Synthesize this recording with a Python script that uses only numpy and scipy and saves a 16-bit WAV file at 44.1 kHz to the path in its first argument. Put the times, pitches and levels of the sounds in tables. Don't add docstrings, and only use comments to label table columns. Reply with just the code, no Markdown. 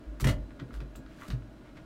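import sys
import numpy as np
from scipy import signal
from scipy.fft import rfft, irfft
from scipy.io import wavfile

SR = 44100
rng = np.random.default_rng(int(sys.argv[2]) if len(sys.argv) > 2 else 0)


def file_out(sig):
    cols = np.atleast_2d(sig).T
    lim = np.clip(cols, -1, 1)
    pcm = np.round(lim * 32767).astype(np.int16)
    wavfile.write(sys.argv[1], SR, pcm)


N = 81585


def amp(db):
    return 10 ** (np.asarray(db) / 20)


def unit(x):
    return x / np.sqrt(np.mean(x ** 2) + 1e-20)


def curve_at(points, hz):
    f, value = np.transpose(points)
    return np.interp(np.log(hz + 1), np.log(f + 1), value)


def add(mix, start, sound):
    part = mix[max(round(start * SR), 0):][:len(sound)]
    part += sound[:len(part)]


def eq(x, points, tilt_db=0, tilt_from_hz=2200, size=8192):
    hz = np.fft.rfftfreq(size, 1 / SR)
    gain = amp(curve_at(points, hz) + tilt_db * np.log2(np.maximum(hz / tilt_from_hz, 1)))
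    log_gain = np.log(np.r_[gain, gain[-2:0:-1]])
    taps = np.fft.ifft(np.exp(np.conj(signal.hilbert(log_gain)))).real[:size // 2]
    return signal.fftconvolve(x, taps / np.linalg.norm(taps))


def ring(t, attack, t60):
    rise = np.sin(np.pi / 2 * np.minimum(t / attack, 1)) ** 2
    return rise * np.exp(-np.log(1000) * np.maximum(t - attack, 0) / t60)


def splat(decay_s, attack_s=0.00022):
    t = np.arange(SR // 8) / SR
    envelope = np.minimum(t / attack_s, 1) * np.exp(-t / decay_s)
    return unit(envelope * rng.standard_normal(len(t))) * np.sqrt(np.mean(envelope ** 2))


def wet_clicks(attack, release, clicks_per_s=5000, spread_db=4.5):
    t = np.arange(SR // 2) / SR
    sizes = amp(spread_db * np.minimum(rng.exponential(1, len(t)), 4)) * rng.choice([-1, 1], len(t))
    clicks = unit(sizes * (rng.random(len(t)) < clicks_per_s / SR))
    return clicks * np.minimum(t / attack, 1) * np.exp(-2 * (np.maximum(t - attack, 0) / release) ** 2)


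# frequency in Hz, gain in dB.
HUM_EQ = [(20, -6), (52, 4), (85, -7.5), (135, 1), (170, -7), (240, -2.5), (305, -2.5), (360, -5.5),
          (460, -13), (610, -10), (760, -18.5), (1100, -19), (1450, -22), (2200, -26), (3800, -31.5),
          (6000, -37), (10000, -43), (16000, -49)]
# centre in Hz, width in Hz, boost in dB.
HUM_PEAKS = [(213, 9.6, 7), (266.8, 23, 7), (309.8, 19.3, 8), (559, 16, 2.5), (604.5, 16.6, 7),
             (657, 25, 7), (1440, 53, 11), (1642, 15.4, 15.5), (4000, 24, 13)]
def room_hum(level_db=-50.5):
    f = np.fft.rfftfreq(N, 1 / SR)
    peaks_db = sum(db / (1 + (2 * (f - hz) / width) ** 2) for hz, width, db in HUM_PEAKS)
    spectrum = rfft(rng.standard_normal(N)) * amp(curve_at(HUM_EQ, f) + peaks_db)
    return amp(level_db) * unit(irfft(spectrum, N))


# start in seconds, level in dB, treble tilt in dB per octave.
TICKS = [(0.038, -54.5, 4), (.1993, -36, 7), (0.5063, -49, -9), (0.593, -46.5, -4.5), (0.5981, -38, 0.5),
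         (0.707, -49.5, -3), (.7395, -47, 6), (0.8034, -43, 3.5), (0.9536, -45, -2.5),
         (1.0626, -48.5, -2.5), (1.186, -49, -16), (1.2205, -38.5, -17), (1.2372, -56, -8),
         (1.28, -47.5, 10.5), (1.303, -35.5, 4.5), (1.3215, -48, 2), (1.4218, -56, 0)]
# frequency in Hz, gain in dB.
TICK_EQ = [(200, -7), (700, -9.5), (1350, 10), (2200, 0), (4000, -5), (8000, -26), (16000, -37)]
def juice_ticks():
    out = np.zeros(N)
    for start, db, tilt_db in TICKS:
        add(out, start, amp(db) * eq(splat(decay_s=0.0028), TICK_EQ, tilt_db))
    return out


# start in seconds, attack in seconds, level in dB.
PUSHES = [(0.055, 0.04, -33.5), (.213, 0.031, -23), (0.358, 0.038, -30.5), (0.476, 0.024, -57),
          (0.609, 0.037, -48.5), (0.699, 0.089, -31.5), (0.938, 0.032, -42.5), (1.04, 0.011, -44.5),
          (1.278, 0.053, -31.5), (1.669, 0.027, -50)]
def table_sway(hz=51.34, t60=0.52):
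    out, t = np.zeros(N), np.arange(SR) / SR
    for start, attack, db in PUSHES:
        add(out, start, amp(db) * ring(t, attack, t60) * np.sin(2 * np.pi * hz * t))
    return out


# start, attack and release in seconds, level in dB, tilt in dB per octave.
SQUELCHES = [(0.2, 0.0068, 0.018, -38.5, 4), (0.595, 0.0066, 0.0086, -53.5, -7),
             (0.721, 0.014, 0.069, -58, 0.5), (0.805, 0.0021, 0.024, -54.5, -5),
             (1.079, .03, 0.18, -61.5, -2), (1.155, 0.062, 0.14, -56, 0), (1.28, 0.0027, 0.011, -51.5, 3),
             (1.306, 0.0027, 0.033, -49.5, -1.5), (1.581, 0.093, 0.045, -60.5, -9),
             (1.746, 0.029, 0.034, -53, -6.5)]
# frequency in Hz, gain in dB.
SQUELCH_EQ = [(200, 10.5), (700, -4.5), (1200, 2.5), (2100, 0.5), (3000, -2), (5500, -7.5), (10000, -12.5),
              (16000, -20)]
def squelches():
    out = np.zeros(N)
    for start, attack, release, db, tilt_db in SQUELCHES:
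        add(out, start, amp(db) * eq(wet_clicks(attack, release), SQUELCH_EQ, tilt_db))
    return out


# start and attack in seconds, boom pitch in Hz, boom and thud levels in dB.
BUMPS = [(0.2161, 0.018, 127.6, -24, -35.5), (0.2452, 0.016, 128, -18, -31),
         (.607, 0.027, 128, -37.5, -40.5), (.692, 0.0066, 239, -43.5, -53.5),
         (.812, 0.011, 130.4, -38, -43), (0.958, 0.037, 132.4, -45, -48), (1.277, 0.029, 181.4, -41, -43),
         (1.3278, .01, 123.4, -24.5, -44), (1.412, 0.011, 116.3, -38.5, -59)]
# frequency in Hz, gain in dB.
THUD_EQ = [(30, -24), (90, 3.5), (200, 5), (320, 4.5), (600, -10), (1000, -21), (3000, -57)]
def bumps():
    out, t = np.zeros(N), np.arange(SR) / SR
    for start, attack, hz, boom_db, thud_db in BUMPS:
        boom = ring(t, attack, t60=0.22) * np.sin(2 * np.pi * hz * t)
        thud = ring(t, attack / 2, t60=0.23) * unit(eq(rng.standard_normal(SR), THUD_EQ)[:SR])
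        add(out, start, amp(boom_db) * boom + amp(thud_db) * thud)
    return out


# start in seconds, level in dB, decay in seconds.
SLAPS = [(.2432, -27.5, 0.0093), (.2698, -27, 0.011), (.2885, -31, 0.013), (.3095, -40, 0.007)]
# frequency in Hz, gain in dB.
SLAP_EQ = [(150, 8.5), (450, -2), (750, -2), (1300, -0.5), (2100, -1.5), (4000, -8.5), (8000, -14),
           (12000, -19), (16000, -25)]
def slaps():
    out = np.zeros(N)
    for start, db, decay in SLAPS:
        add(out, start, amp(db) * eq(splat(decay), SLAP_EQ))
    return out


# pitch in Hz, level in dB, t60 in seconds.
DISH_MODES = [(242.2, -29, 0.2), (261, -31, 0.195), (300.3, -32.5, 0.286), (396, -40.5, .25),
              (510, -39, 0.38), (560.4, -36.5, 0.3), (608, -39, 0.51), (666, -41, 0.29), (1218, -45, 0.12),
              (1804, -47.5, 0.32), (2009, -35.5, 0.19), (2876, -38.5, 0.18)]
def dishes():
    out, t = np.zeros(N), np.arange(SR) / SR
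    start = max(SLAPS, key=lambda row: row[1])[0]
    for hz, db, t60 in DISH_MODES:
        add(out, start, amp(db) * ring(t, 0.001, t60) * np.sin(2 * np.pi * (hz * t + rng.random())))
    return out


# pitch in Hz, level in dB, t60 in seconds.
HEAVE_MODES = [(44.8, -26.5, 0.35), (76, -19.5, 0.11), (103, -23, .25)]
def table_heave(start_s=0.28, attack_s=0.0081):
    out, t = np.zeros(N), np.arange(SR) / SR
    for hz, db, t60 in HEAVE_MODES:
        add(out, start_s, amp(db) * ring(t, attack_s, t60) * np.sin(2 * np.pi * hz * t))
    return out


# start in seconds, level in dB, decay in seconds.
SQUIRTS = [(.9575, -49.5, 0.0099)]
# frequency in Hz, gain in dB.
SQUIRT_EQ = [(1000, -10), (3500, -4.5), (6300, -6), (7500, 5.5), (9000, -8), (12000, -8), (15000, -5),
             (16000, -1.5)]
def squirt():
    out = np.zeros(N)
    for start, db, decay in SQUIRTS:
        add(out, start, amp(db) * eq(splat(decay), SQUIRT_EQ))
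    return out


# start, attack and release in seconds, level in dB.
GURGLES = [(1.19, .03, 0.032, -53), (1.238, .014, 0.0086, -54)]
# frequency in Hz, gain in dB.
GURGLE_EQ = [(400, -17), (850, -6), (1150, 7), (1450, -3), (1700, -12), (2050, 4), (2500, -23), (5000, -26)]
def gurgle():
    out = np.zeros(N)
    for start, attack, release, db in GURGLES:
        add(out, start, amp(db) * eq(wet_clicks(attack, release), GURGLE_EQ))
    return out


# frequency in Hz, t60 in seconds.
ROOM_T60 = [(100, 0.9), (1000, 0.21), (4000, 0.15), (16000, 0.12)]
def kitchen(x, early_db=-9, early_decay_s=0.015, tail_db=-6):
    t = np.arange(SR // 2) / SR
    early, late = rng.choice([-1., 1.], (2, len(t))) * (rng.random((2, len(t))) < 3000 / SR)
    early *= (t > .002) * np.exp(-t / early_decay_s)
    hz, times, bands = signal.stft(late * (t > .006), SR, nperseg=256)
    fade = np.exp(-np.log(1000) * times / curve_at(ROOM_T60, hz)[:, None])
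    tail = signal.istft(bands * fade, SR, nperseg=256)[1][:len(t)]
    echoes = amp(early_db) * early / np.linalg.norm(early) + amp(tail_db) * tail / np.linalg.norm(tail)
    return x + signal.fftconvolve(x, echoes)[:N]


def scene():
    juicy = slaps() + juice_ticks() + squirt() + squelches() + gurgle()
    return (kitchen(juicy) + dishes() + table_sway() + table_heave() + bumps() + room_hum())[None]


def record(dry, cutoff_hz=15900):
    lowpass = signal.firwin(511, cutoff_hz, window=("kaiser", 9), fs=SR)
    return signal.oaconvolve(dry, lowpass[None], "same")


dry = scene()
out = record(dry)
file_out(out)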